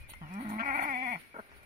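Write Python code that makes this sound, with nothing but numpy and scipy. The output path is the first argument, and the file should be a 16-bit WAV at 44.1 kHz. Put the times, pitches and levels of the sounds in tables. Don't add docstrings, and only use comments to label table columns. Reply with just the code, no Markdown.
import sys
import numpy as np
from scipy import signal
from scipy.fft import rfft, irfft, next_fast_len
from scipy.io import wavfile
from scipy.ndimage import uniform_filter1d, map_coordinates

SR = 44100
rng = np.random.default_rng(int(sys.argv[2]) if len(sys.argv) > 2 else 0)


def gain_from_decibels(decibels):
    exponent = np.asarray(decibels, float) / 20
    return 10 ** exponent


def unload_audio(sound):
    columns = np.transpose(np.atleast_2d(sound))
    steps = np.round(np.clip(columns, -1, 1) * 32767)
    wavfile.write(sys.argv[1], SR, steps.astype(np.int16))


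N = 72765


def unit(x):
    return x / np.sqrt(np.mean(x ** 2) + 1e-20)


def along(points, hz):
    f, v = np.transpose(points)
    return np.interp(np.log(hz + 1), np.log(f + 1), v)


def curves(rows):
    s, *cols = np.transpose(rows)
    return [np.interp(np.arange(N) / SR, s, c) for c in cols]


def wobble(rate):
    knots = rng.standard_normal(int(N * 400 / SR) + 4)
    return map_coordinates(knots, [np.arange(N) * min(rate, 400) / SR])


def filtered(x, response):
    m = next_fast_len(N + SR // 2)
    return irfft(rfft(x, m) * response(np.fft.rfftfreq(m, 1 / SR)), m)[..., :N]


def noise(spectrum, channels=1):
    white = rng.standard_normal((channels, N))
    return unit(filtered(white, lambda hz: gain_from_decibels(along(spectrum, hz))))


# t/s, level/dB
STIR = [(0.0, -62.5), (0.064, -78), (0.1, -54.5), (0.182, -68), (0.376, -68), (0.412, -54.5), (.47, -60.5),
        (.53, -56.5), (0.62, -66.5), (.72, -57.5), (0.8, -54), (0.82, -50), (0.89, -60), (1.0, -63.5),
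        (1.1, -56.5), (1.236, -61.5), (1.282, -67.5), (1.65, -70)]
# f/Hz, level/dB per Hz
LITTER_SPECTRUM = [(300, -23), (1000, -49), (2500, 7), (4500, 9), (7600, -98), (8900, 12), (12000, 7),
                   (16000, -1)]
# t/s, peak level/dB, f/Hz, t60/s
TWIG_SNAPS = [
    (.092, -53, 750, .15),
    (.0967, -44, 10000, .04),
    (.136, -32, 1500, .015),
    (.339, -38, 8000, .005),
    (.49, -47, 11000, .15),
    (.809, -43, 11000, .01),
    (.827, -38, 14000, .012),
    (1.515, -54, 1100, .15),
    (1.633, -50, 12000, .006),
]


def litter():
    grains_per_s, grain_spread_db, grain_db = 300, 4.5, -11
    stir_db, = curves(STIR)
    grains = rng.random(N) < grains_per_s / SR
    impacts = grains * gain_from_decibels(grain_spread_db * rng.exponential(size=N).clip(0, 3))
    crackle = unit(signal.lfilter([1], [1, -.97], impacts * noise(LITTER_SPECTRUM)[0]))
    stir = gain_from_decibels(stir_db + 2.5 + 2.8 * wobble(29.913))
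    hiss = 0.29 * noise(LITTER_SPECTRUM) + 0.71 * noise(LITTER_SPECTRUM, channels=2)
    out = stir * (hiss + gain_from_decibels(grain_db) * crackle)
    t = np.arange(SR // 10) / SR
    for s, db, hz, t60 in TWIG_SNAPS:
        band = signal.butter(2, [hz * .55, min(hz * 1.6, 20000)], "bandpass", fs=SR)
        burst = unit(signal.lfilter(*band, rng.standard_normal(len(t))))
        snap = gain_from_decibels(db - 5 - 60 * t / t60) * burst
        start = round(s * SR)
        out[:, start:][:, :len(t)] += snap[:N - start]
    return out


# t/s, level/dB
SCRUB_HISS = [(0.0, -73), (.2, -73), (.942, -66), (1.2, -70.5), (1.26, -75), (1.32, -75), (1.42, -76.5),
              (1.48, -78.5), (1.53, -72.5), (1.65, -75)]
# f/Hz, level/dB per Hz
SCRUB_SPECTRUM = [(60, -0.5), (250, 0.5), (700, -12.5), (1400, -7), (2300, 3.5), (3200, -12.5), (5000, -14),
                  (8000, -27.5)]
# t/s, level/dB
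BUFFETING = [(0.0, -50), (0.05, -57), (0.766, -55), (0.826, -120), (0.896, -50), (0.922, -82),
             (1.65, -62.5)]
# f/Hz, level/dB per Hz
RUMBLE_SPECTRUM = [(15, -3), (40, 0.5), (90, -1), (200, -20.5), (500, -49)]


def air():
    hiss_db, = curves(SCRUB_HISS)
    wind_db, = curves(BUFFETING)
    port_db = np.array([[0], [-4]])
    lumps = gain_from_decibels(wind_db + port_db + 4 * np.array([wobble(14), wobble(14)]))
    far = gain_from_decibels(hiss_db + 14 + 1.5 * wobble(12)) * noise(SCRUB_SPECTRUM, channels=2)
    return far + lumps * noise(RUMBLE_SPECTRUM, channels=2)


# t/s, length/s, from f/Hz, to f/Hz, level/dB
WHISTLES = [
    (0, 0.082, 2525, 2300, -59.5),
    (0.088, 0.11, 2042, 2163, -58.5),
    (.2, .1, 3250, 2610, -64),
    (.28, 0.057, 2217, 2536, -59),
    (0.312, .09, 2496, 2330, -57),
    (1.188, 0.1057, 2364, 2198, -65),
    (1.196, 0.065, 1980, 1860, -70),
    (1.297, 0.126, 2300, 2140, -62.5),
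    (1.581, 0.17, 2384, 2415, -65.5),
]


def birds():
    out, t = np.zeros(N), np.arange(N) / SR
    for s, length, from_hz, to_hz, db in WHISTLES:
        u = ((t - s) / length).clip(0, 1)
        glide = (from_hz + (to_hz - from_hz) * u) * (1 + .015 * wobble(150))
        envelope = np.sqrt(np.sin(np.pi * u).clip(0))
        level = gain_from_decibels(db + 1.5 + 1.9 * wobble(110).clip(-2, 2))
        out += level * envelope * np.sin(2 * np.pi * np.cumsum(glide) / SR)
    return out


def folds(pitch_hz, rough):
    tremor, jitter, scatter_db, breath_db = .005, .11, 1.5, 1
    flap_hz, flap_depth = 52, .9
    double_from_s, double_to_s, double_depth = .435, .575, .4
    overtone_db = -17.5
    t = np.arange(N) / SR
    unsteady = 1 + tremor * wobble(60) + jitter * rough * wobble(150).clip(-2, 2)
    cycles = np.cumsum(pitch_hz * unsteady) / SR
    flap_phase = 2 * np.pi * np.cumsum(flap_hz * (1 + 0.2093 * wobble(16))) / SR
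    flap = 1 + flap_depth * rough * np.sin(flap_phase)
    doubling = (t > double_from_s) & (t < double_to_s)
    flap = flap * (1 + double_depth * doubling * np.cos(np.pi * cycles))

    at = np.interp(np.arange(1, int(cycles[-1])), cycles, np.arange(N))
    i = at.astype(int)
    scatter = gain_from_decibels(scatter_db * rough[i] * rng.standard_normal(2000)[:len(i)])
    size = np.sqrt(flap[i]) * scatter * np.sqrt(SR / pitch_hz[i])
    taps = i[:, None] + np.arange(-8, 9)
    offset = taps - at[:, None]
    shape = np.sinc(offset) * np.cos(offset * np.pi / 18) ** 2
    puffs = np.bincount(taps.clip(0, N - 1).ravel(), (shape * size[:, None]).ravel(), N)

    breath = rng.standard_normal(N) * np.sqrt(flap) * 2 * np.exp(-1.5 * (cycles % 1))
    swing = flap * (np.sin(2 * np.pi * cycles) + gain_from_decibels(overtone_db) * np.cos(4 * np.pi * cycles))
    return -(puffs * (1 - 0.65 * rough) + gain_from_decibels(breath_db) * (0.14 + rough) * breath), swing


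def sounding(effort_db):
    return gain_from_decibels(effort_db) * (effort_db > effort_db.min() + .1)


def throat(x, tract, low_hz, turn=-1):
    top_hz = 2810

    def response(f):
        peaks = 0
        for k, (centre, width, db) in enumerate(tract):
            damping = 1j * f * width
            peaks = peaks + turn ** k * gain_from_decibels(db) * damping / (centre * centre - f * f + damping)
        low_edge = (1j * f / (low_hz + 1j * f)) ** 2
        return peaks * low_edge / (1 + 1.2j * f / top_hz - (f / top_hz) ** 2) ** 2

    return filtered(x, response)


# t/s, pitch f/Hz, effort level/dB, roughness/0-1, mouth/0 shut-1 open
NASAL_HUM = [(.203, 171.7, -89, 0.09, .2), (.215, 173.1, -44, 0.22, 0), (.244, 150, -44, 0.22, 0),
             (.282, 149.7, -51.5, 0.23, 0.04), (.31, 181.1, -46, 0.03, 0), (.385, 205.8, -39, 0.1, 0.03),
             (.398, 224.5, -41, 0.14, 0), (.405, 262.2, -40.5, 0.38, 0.2), (.418, 254.2, -40, 0.42, 0.06),
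             (.44, 299.1, -45.5, .4, 0.23), (.452, 218.5, -39, .35, 0.13), (.49, 217.7, -40, 0.38, 0.04),
             (.515, 219, -38.5, 0.4, 0.15), (.578, 216, -38.5, 0.15, 0.1)]
# t/s, pitch f/Hz, effort level/dB, roughness/0-1, mouth/0 shut-1 open
HOARSE_CRY = [(0.585, 214.8, -36.5, 0.1, 0.52), (.617, 233.4, -37.5, 0, 0.22), (.621, 263, -41.5, .7, 0.84),
              (.654, 280, -41.5, 0.52, 1), (.657, 286.2, -33.5, 0.16, 0.92), (.668, 274.2, -39, 0.13, 1),
              (0.679, 280, -35, 0.2, 1), (.698, 276, -35, 0.2, 1), (.71, 263.8, -35.5, .12, 1),
              (.734, 269.3, -38, 0.14, 1), (.756, 294.6, -33.5, .08, 1), (.766, 291.9, -38, 0.68, 1),
              (.795, 280.2, -35.5, 0.7, 0.98), (0.806, 275.6, -41.5, 0.58, 1),
              (.822, 276.2, -37.5, 0.63, 1), (.85, 285.3, -37, 0.56, 0.99)]
# t/s, pitch f/Hz, effort level/dB, roughness/0-1, mouth/0 shut-1 open-2 wide
TREMBLING_END = [(.862, 303.3, -37.5, .1, 0.63), (.882, 293.9, -37.5, 0.048, 1.04),
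                 (.892, 279.6, -36.5, 0.047, 1.27), (.928, 264.1, -36.5, 0.024, 1.61),
                 (.953, 243.3, -36, .01, 2.03), (.976, 254.4, -38, .02, 1.5),
                 (1.002, 253.6, -37.5, .02, 1.95), (1.03, 264.7, -36, 0.032, 1.85),
                 (1.049, 259.6, -37.5, 0.032, 1.8), (1.069, 241.4, -36.5, .03, 1.64),
                 (1.084, 241.4, -36.5, 0.022, 1.65), (1.104, 247, -39, 0.012, 1.6),
                 (1.12, 234.2, -35.5, 0.099, 1.8), (1.134, 215.1, -37, .2, 2),
                 (1.155, 175.8, -39.5, 0.1, 2.1), (1.161, 168, -42, 0.24, 0),
                 (1.19, 163.3, -59.5, 0.45, 0.33), (1.205, 157, -94, 0.45, 0)]
# f/Hz, width/Hz, level/dB
NOSE_TRACT = [(775, 180, -7.5), (1316, 243, -12), (1880, 240, -19)]
# f/Hz, width/Hz, level/dB
MOUTH_TRACT = [(775, 95, 4), (1430, 260, -6), (1997, 276, -4), (2300, 220, -2.5), (3520, 330, -32)]
# f/Hz, width/Hz, level/dB
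WIDE_TRACT = [(747.6, 111, 1), (990, 392, -23), (2000, 290, -5.5), (2272, 215, -2), (3430, 230, -15.5)]
# f/Hz, width/Hz, level/dB
LIPS_TRACT = [(660, 120, 0.5), (1320, 400, 2), (2230, 200, -13)]


def bleat():
    tract_low_hz = 378
    part_from_s, part_to_s, part_db = 0.5904, .619, 17.5
    chest_db, chest_open_db = 6.5, -5
    valley_hz, valley_wide_hz, valley_db = 1380, 150, -1.5
    dip_hz, dip_wide, dip_depth = 450, .6, .08
    body_low_hz = 135

    pitch, effort_db, rough, mouth = curves(NASAL_HUM + HOARSE_CRY + TREMBLING_END)
    t = np.arange(N) / SR
    puffs, swing = sounding(effort_db) * folds(pitch, rough.clip(0, 1))
    part = np.clip(np.minimum(t - part_from_s, part_to_s - t) / .003, 0, 1)
    parting = gain_from_decibels(part_db) * throat(puffs * part, LIPS_TRACT, tract_low_hz, turn=0.97)
    puffs = puffs * (1 - part)
    chest = swing * gain_from_decibels(chest_db + (chest_open_db - chest_db) * mouth.clip(0, 1))
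    ways = 0
    for k, tract in enumerate([NOSE_TRACT, MOUTH_TRACT, WIDE_TRACT]):
        share = (1 - abs(mouth - k)).clip(0)
        ways = ways + gain_from_decibels(20) * throat(puffs * share, tract, tract_low_hz)

    def radiation(f):
        valley = gain_from_decibels(valley_db * np.exp(-((f - valley_hz) / valley_wide_hz) ** 2))
        stiffness, damping = dip_hz ** 2 - f * f, 1j * f * dip_hz * dip_wide
        dip = (stiffness + damping * dip_depth) / (stiffness + damping)
        return dip * valley * f ** 4 / (f ** 4 + body_low_hz ** 4.0)

    return filtered(chest + ways - parting, radiation)


# t/s, pitch f/Hz, effort level/dB, roughness/0-1
COUGHS = [
    [(1.338, 198, -71.5, 0.2), (1.343, 247, -45.5, 0.06), (1.35, 326, -51.5, 0), (1.357, 477, -49, 0.1),
     (1.366, 455, -45.5, 0.38), (1.378, 393, -53.5, .5), (1.38, 400, -65, 0.44)],
    [(1.378, 332, -64.5, 0.08), (1.381, 335, -59, 0), (1.3865, 333.5, -40, 0.06), (1.3875, 219.6, -43, 0),
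     (1.397, 210, -41, 0.08), (1.403, 195, -50, 0), (1.406, 199, -70, 0)],
]
# f/Hz, width/Hz, level/dB
GULLET_TRACT = [(203, 70, -0.65), (616, 420, -1.8), (1480, 200, 0)]


def grunt():
    out = 0
    for rows in COUGHS:
        pitch, effort_db, rough = curves(rows)
        started = np.arange(N) / SR > rows[0][0]
        puffs, _ = folds(pitch * started, rough.clip(0, 1))
        out = out + puffs * sounding(effort_db)
    return -gain_from_decibels(17) * throat(out, GULLET_TRACT, low_hz=110)


# f/Hz, phase/rad
PORT_LEAD = [(0, 0), (300, -.2), (1460, -2.9), (3360, -9.8), (9390, -30), (16000, -50)]
# f/Hz, left over right level/dB
PORT_TILT = [(60, -1.5), (400, 0.5), (800, 0.5), (1300, 4), (2200, 11.5), (4400, 0.5), (9000, -9.5),
             (15000, 2)]


def ports(x):
    f, turn = np.transpose(PORT_LEAD)
    side = np.array([[.5], [-.5]])
    return filtered(x, lambda hz: gain_from_decibels(side * along(PORT_TILT, hz)) * np.exp(1j * side * np.interp(hz, f, turn)))


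def ground(x):
    t60_s, low_hz = 0.045, 650
    t = np.arange(SR // 4) / SR
    tail = rng.standard_normal((2, len(t))) * gain_from_decibels(-60 * t / t60_s) * (t > .002)
    wet = signal.fftconvolve(x, tail / np.linalg.norm(tail[0]), axes=1)[:, :N]
    return filtered(wet, lambda f: (1j * f / (low_hz + 1j * f)) ** 2)


def gate(x):
    over_db, depth_db = -.5, -40
    hz, _, z = signal.stft(x, SR, nperseg=2048, noverlap=1536)
    power = uniform_filter1d((abs(z) ** 2).mean(0), size=3, axis=1)
    narrow = uniform_filter1d(power, size=7, axis=0)
    wide = uniform_filter1d(power, size=40, axis=0)
    shut = (narrow < wide * gain_from_decibels(2 * over_db)) & (hz[:, None] > 3500)
    gain = np.where(shut, gain_from_decibels(depth_db), 1)
    return signal.istft(z * gain, SR, nperseg=2048, noverlap=1536)[1][:, :N]


def scene():
    near = ports(bleat() + grunt() + litter() + birds())
    return near + gain_from_decibels(-7) * ground(near) + air()


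def band_limit(x):
    return signal.sosfilt(signal.butter(12, 15910, fs=SR, output="sos"), x)


def record(dry):
    top_hz = 15800
    mix = filtered(gate(dry), lambda hz: hz < top_hz)
    return band_limit(mix)


dry = scene()
out = record(dry)
unload_audio(out)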